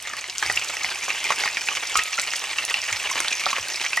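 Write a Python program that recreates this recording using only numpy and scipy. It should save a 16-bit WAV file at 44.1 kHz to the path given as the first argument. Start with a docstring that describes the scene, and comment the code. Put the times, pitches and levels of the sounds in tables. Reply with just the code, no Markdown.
"""Steam pops and sizzles as hot oil with chillies and curry leaves is poured into a pot of wet curry.
Water flashes to steam: bubbles pop, droplets snap, and a dense crackle runs over a fine fizz.
The wide metal pot throws every pop back. The pan bumps dully; once the metal is knocked and rings.
A close two-port microphone hears it in a kitchen with a faint rumble and hum."""
import sys
import numpy as np
from scipy import signal
from scipy.fft import rfft, irfft
from scipy.io import wavfile
from scipy.ndimage import uniform_filter1d

SR = 44100
rng = np.random.default_rng(int(sys.argv[2]) if len(sys.argv) > 2 else 0)


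def dump_mix(stems):
    """Bounce the given channels to the path in sys.argv[1] as a 16-bit WAV at rate SR."""
    frames = np.atleast_2d(stems).T  # one column per channel
    limited = np.clip(frames, -1, 1)  # hard clip at full scale
    pcm = np.round(limited * 32767).astype(np.int16)
    wavfile.write(sys.argv[1], SR, pcm)


N = 176400
EVENT_T = np.arange(4096) / SR
BAND_LIMIT_HZ = 16200


def amp(db):
    """Decibels to gain."""
    return 10 ** (np.asarray(db) / 20)


def unit(x):
    """Scale to rms 1."""
    return x / np.sqrt(np.mean(x ** 2) + 1e-20)


def curve_at(points, hz):
    """Interpolate a table on a log-frequency axis."""
    freqs, values = np.transpose(points)
    return np.interp(np.log(hz + 1), np.log(freqs + 1), values)


def add(mix, start_s, sound):
    """Mix a sound in at start_s."""
    part = mix[:, max(round(start_s * SR), 0):][:, :sound.shape[-1]]
    part += sound[..., :part.shape[1]]


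def convolve(x, h):
    """Convolution cut to the length of x."""
    return signal.fftconvolve(np.atleast_2d(x), np.atleast_2d(h), axes=1)[:, :x.shape[-1]]


def colour(x, spectrum):
    """Minimum-phase filter of unit energy."""
    hz = abs(np.fft.fftfreq(len(EVENT_T), 1 / SR))
    log_gain = np.log(amp(curve_at(spectrum, hz)))
    response = np.exp(np.conj(signal.hilbert(log_gain)))
    impulse = np.fft.ifft(response).real[:len(EVENT_T) // 2]
    return convolve(x, impulse / np.linalg.norm(impulse))


# Likeness of the two ports: (frequency [Hz], correlation [0-1])
PORT_CORRELATION = [(1400, .97), (3500, 0.94), (16000, 0.46)]
def noise(size):
    """White noise at both ports, less alike in the treble."""
    shared, separate = rfft(rng.standard_normal((2, size)))
    likeness = np.clip(curve_at(PORT_CORRELATION, np.fft.rfftfreq(size, 1 / SR)), 0, 1)
    right = likeness * shared + np.sqrt(1 - likeness ** 2) * separate
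    return unit(irfft(np.array([shared, right]), size))


def puff(decay_s, swell_s):
    """Unit-energy noise burst that swells and dies."""
    burst = noise(len(EVENT_T)) * np.exp(-EVENT_T / decay_s) * (1 - np.exp(-EVENT_T / swell_s))
    return burst / np.linalg.norm(burst, axis=1, keepdims=True)


def ping(hz, decay_s, swell_s=0.002, rise_per_s=0):
    """Damped bubble oscillation whose pitch may rise."""
    envelope = (1 - np.exp(-EVENT_T / swell_s)) * np.exp(-EVENT_T / decay_s)
    cycles = hz * EVENT_T * (1 + rise_per_s * EVENT_T / 2)
    return envelope / envelope.max() * np.sin(2 * np.pi * cycles)


# Room rumble: (frequency [Hz], relative level [dB])
RUMBLE_SPECTRUM = [(20, -13), (60, 0), (170, -15), (350, -8.5), (700, -2.5), (16000, -70)]
def kitchen(rumble_db=-58, hum_db=-65, hum_hz=99):
    """Low room rumble and a faint hum."""
    rumble = unit(colour(noise(N), RUMBLE_SPECTRUM))
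    hum = np.sin(2 * np.pi * hum_hz * np.arange(N) / SR)
    return amp(rumble_db) * rumble + amp(hum_db) * hum


def room(x, reverb_db=-13.5, t60_s=0.4, onset_s=0.0052):
    """Direct sound plus the kitchen's short reverberation."""
    t = np.arange(SR // 2) / SR
    tail = noise(len(t)) * amp(-60 * t / t60_s) * np.minimum(t / onset_s, 1)
    return x + amp(reverb_db) * convolve(x, tail / np.linalg.norm(tail[0]))


def pot(x, echo_db, lumps_db=4):
    """Direct sound plus lumpy scatter from the pot walls, different for every spot."""
    lumps = amp(lumps_db * unit(uniform_filter1d(rng.standard_normal(len(EVENT_T)), size=64)))
    impulse = amp(echo_db) * puff(decay_s=0.01, swell_s=0.00091) * unit(lumps)
    impulse[:, 0] += 1
    return convolve(x, impulse)


# Handling bumps: (time [s], level [dB], pitch [Hz], width [s])
PAN_BUMPS = [(.438, -45.5, 95.3, 0.089), (1.97, -42, 51, 0.015), (2.918, -41.5, 97, 0.022),
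             (3.596, -45, 88, 0.026)]
def pan_bumps():
    """The handled pan gives dull, low bumps of unsteady pitch."""
    out, t = np.zeros((2, N)), np.arange(SR) / SR
    for start_s, db, hz, width_s in PAN_BUMPS:
        wobble = 0.38 * unit(uniform_filter1d(rng.standard_normal(SR), size=400))
        cycles = hz * np.cumsum(1 + wobble) / SR
        age = 2 * t / width_s
        add(out, start_s, amp(db) * age * np.exp(1 - age) * np.sin(2 * np.pi * cycles))
    return out


# Metal modes: (frequency [Hz], level [dB], t60 [s])
METAL_MODES = [(1271, -21, 0.37), (2169, -25, 0.19)]
def knock(start_s=1.956):
    """Metal, knocked once, rings in decaying modes."""
    out, t = np.zeros((2, N)), np.arange(SR) / SR
    for hz, db, t60_s in METAL_MODES:
        add(out, start_s, amp(db - 60 * t / t60_s) * np.sin(2 * np.pi * hz * t))
    return out


def swarm(mid_hz, spread_oct, per_s, decay_cycles, grit, spread_db, size_cap, echo_db):
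    """Small bubbles of random size burst at a dozen spots in the pot, each a gritty ping."""
    pool, t = 6000, EVENT_T[:400]
    starts_s = rng.random(pool) * N / SR
    size = np.minimum(rng.exponential(1, (pool, 1)), size_cap)
    hz = np.minimum(mid_hz * 2 ** (spread_oct * rng.standard_normal((pool, 1))), BAND_LIMIT_HZ)
    age = t * hz / decay_cycles
    gritty_tone = np.sin(2 * np.pi * hz * t) + grit * rng.standard_normal((pool, len(t)))
    grains = amp(spread_db * size) * age * np.exp(-age) * gritty_tone
    spots = np.zeros((12, 1, N))
    for k in range(min(int(per_s * N / SR), pool)):
        add(spots[k % len(spots)], starts_s[k], grains[k])
    return sum(pot(spot, echo_db) for spot in spots)


# Frying and sputter filters: (frequency [Hz], relative gain [dB])
FRY_SPECTRUM = [(150, -27.5), (450, -13.5), (900, -5), (3500, -4.5), (6000, -0.5), (8200, -6),
                (11000, -13.5), (16000, -25.5)]
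SPUTTER_SPECTRUM = [(150, -18), (450, -9.5), (820, -2), (1250, -2), (1550, -5.5), (2000, 0.5), (2750, 3.5),
                    (3400, -2), (16000, -38.5)]
# Bubbling surges: (centre time [s], sputter boost [dB])
BUBBLING_SURGES = [(.62, 3.5), (1.302, 8.5), (1.398, 6.5), (2.7, 2.5), (2.89, 8), (3.05, 4.5), (3.19, 4),
                   (3.26, 6)]
def sizzle(fizz_db=-39, crackle_db=-34, spits_db=-42, sputter_db=-32, surge_s=0.03, pour_s=0.382):
    """Water boils off in oil as fizz, crackle, spits and sputter; it steps up as oil meets curry."""
    t = np.arange(N) / SR
    fizz = noise(N)
    crackle = swarm(mid_hz=5560, spread_oct=0.688, per_s=800, decay_cycles=1.7,
                    grit=0.65, spread_db=6.5, size_cap=3.32, echo_db=-2.5)
    spits = swarm(mid_hz=9000, spread_oct=0.4, per_s=60, decay_cycles=2,
                  grit=0.6, spread_db=6, size_cap=2.2, echo_db=-7)
    sputter = swarm(mid_hz=2312, spread_oct=0.362, per_s=170, decay_cycles=1.85,
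                    grit=1.98, spread_db=4, size_cap=1.76, echo_db=1.5)
    fizz, crackle, spits = (unit(colour(x, FRY_SPECTRUM)) for x in (fizz, crackle, spits))
    sputter = unit(colour(sputter, SPUTTER_SPECTRUM))
    surge_db = sum(db * np.exp(-((t - centre_s) / surge_s) ** 2) for centre_s, db in BUBBLING_SURGES)
    clumps_db = 2 * unit(signal.fftconvolve(rng.standard_normal(N), np.hanning(1500), "same"))
    bursts = amp(crackle_db + surge_db / 2) * crackle + amp(sputter_db + surge_db) * sputter
    pour_gain = amp(-5.5 * (t < pour_s))
    return pour_gain * (amp(fizz_db) * fizz + amp(spits_db) * spits + amp(clumps_db) * bursts)


# Ringing bubbles: (time [s], level [dB], start pitch [Hz], decay [s])
RINGING_BUBBLES = [(.573, -16.5, 2700, 0.0025), (1.304, -15, 1114, 0.0053), (1.447, -19, 4790, .003),
                   (1.957, -28, 1197, 0.014), (2.178, -20.5, 1364, 0.013), (3.112, -22, 1040, 0.0038),
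                   (3.973, -15, 1903, 0.013)]
def glugs():
    """A few bubbles ring on, rising slightly in pitch."""
    out = np.zeros((2, N))
    for start_s, db, hz, decay_s in RINGING_BUBBLES:
        add(out, start_s, amp(db) * pot(ping(hz, decay_s, rise_per_s=2.93), echo_db=-18))
    return out


# Bursting droplets: (time [s], relative level [dB], band centre [Hz])
DROPLET_SNAPS = [(0.025, -25.5, 8000), (.169, -30, 8100), (.298, -18, 4370), (0.3821, -12.5, 5530),
                 (.525, -18.5, 7160), (0.562, -16.5, 6400), (.646, -19.5, 6570), (1.242, -15.5, 6240),
                 (1.9705, -12, 7300), (1.9734, -4, 5430), (2.036, -15, 6850), (2.197, -9, 5100),
                 (2.218, -18.5, 8000), (2.365, -21, 7600), (2.651, -14, 8100), (2.927, -15.5, 5650),
                 (3.113, -22, 8500), (3.2033, -12.5, 6960), (3.282, -10.5, 4630), (3.458, -10.5, 4000),
                 (3.684, -24.5, 8000), (3.9706, -17.5, 7000)]
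def snaps(gain_db=20, band_ratio=1.4):
    """Water droplets burst in the oil: a very short crack around a pitch set by droplet size."""
    out = np.zeros((2, N))
    for start_s, db, hz in DROPLET_SNAPS:
        band = signal.butter(2, [hz / band_ratio, min(hz * band_ratio, BAND_LIMIT_HZ)], "band", fs=SR)
        crack = signal.lfilter(*band, puff(decay_s=0.0004, swell_s=0.0002))
        add(out, start_s, amp(db + gain_db) * pot(crack, echo_db=-7))
    return out


# Splat and spray filters: (frequency [Hz], relative gain [dB])
SPLAT_SPECTRUM = [(40, -30), (170, -19.5), (450, -13), (800, -5), (980, -5.5), (1250, 1), (2200, -15),
                  (16000, -37)]
SPRAY_SPECTRUM = [(200, -38), (2400, 18), (3500, 9), (6000, 7), (16000, -31)]
# Steam pops: (time [s], relative ring and spray level [dB], pitch [Hz], relative splat level [dB])
STEAM_POPS = [(0.072, -15.5, 2170, -29.5), (0.135, -16.5, 1740, -28), (0.241, -16.5, 2130, -38.5),
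              (0.426, -7.5, 1720, -21.5), (0.498, -8, 1940, -21), (0.573, -10.5, 2700, -45),
              (0.697, -18, 2680, -26), (0.768, -15.5, 1970, -32.5), (0.845, -9, 2050, -26.5),
              (1.081, -32, 2180, -24), (1.103, -10, 2680, -33), (1.304, -11, 1090, -17.5),
              (1.321, -8.5, 2080, -20.5), (1.436, -9.5, 2110, -22.5), (1.456, -15, 1840, -23),
              (1.476, -9.5, 1850, -54), (1.57, -8, 2310, -26), (1.686, -7.5, 2540, -22),
              (1.77, -9.5, 2250, -29), (1.83, -13, 2330, -24), (1.955, -3.5, 1286, -22.5),
              (1.991, -6, 1970, -43), (2.13, -9, 2670, -47), (2.186, -9.5, 1970, -24),
              (2.335, -8, 2070, -32.5), (2.584, -4.5, 2764, -31), (2.741, -6.5, 2750, -38),
              (2.927, -12, 2180, -30), (3.155, -16, 1910, -25), (3.202, -11.5, 2150, -21.5),
              (3.246, -11, 2240, -24.5), (3.325, -6.5, 2580, -48), (3.437, -10.5, 2390, -31.5),
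              (3.464, -14, 790, -20.5), (3.529, -13.5, 2720, -20.5), (3.582, -21, 1180, -25.5),
              (3.798, -15, 2680, -50), (3.843, -10.5, 1960, -29), (3.863, -10.5, 2370, -33),
              (3.931, -8.5, 2600, -28), (3.973, -8, 1970, -22.5)]
def pops(ring_gain_db=-6, splat_gain_db=20, spray_gain_db=7.5):
    """Each steam pocket rings briefly, splats the gravy and throws a spray."""
    rings, splats, sprays = np.zeros((3, 2, N))
    for start_s, db, hz, splat_db in STEAM_POPS:
        ring = pot(ping(hz, decay_s=0.0013), echo_db=-3.5)
        splat = pot(puff(decay_s=0.0014, swell_s=0.0042), echo_db=-2)
        spray = pot(puff(decay_s=0.0013, swell_s=0.002), echo_db=-2.5)
        add(rings, start_s, amp(db + ring_gain_db) * ring)
        add(splats, start_s, amp(splat_db + splat_gain_db) * splat)
        add(sprays, start_s, amp(db + spray_gain_db) * spray)
    return rings + colour(splats, SPLAT_SPECTRUM) + colour(sprays, SPRAY_SPECTRUM)


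def scene():
    """The frying pot in the kitchen."""
    return room(sizzle() + pops() + glugs() + snaps() + knock() + pan_bumps()) + kitchen()


def record(dry):
    """The right port hears the pot slightly later and louder; both are clipped and band-limited."""
    lag_s, right_lead_db = 2e-5, 1.2
    delay = np.exp(-2j * np.pi * np.fft.rfftfreq(N, 1 / SR) * lag_s)
    left = dry[0] * amp(-right_lead_db / 2)
    right = irfft(rfft(dry[1]) * delay, N) * amp(right_lead_db / 2)
    low_pass = signal.firwin(511, BAND_LIMIT_HZ, window=("kaiser", 9), fs=SR)
    return signal.oaconvolve(np.clip([left, right], -1, 1), low_pass[None], "same")


dry = scene()
out = record(dry)
dump_mix(out)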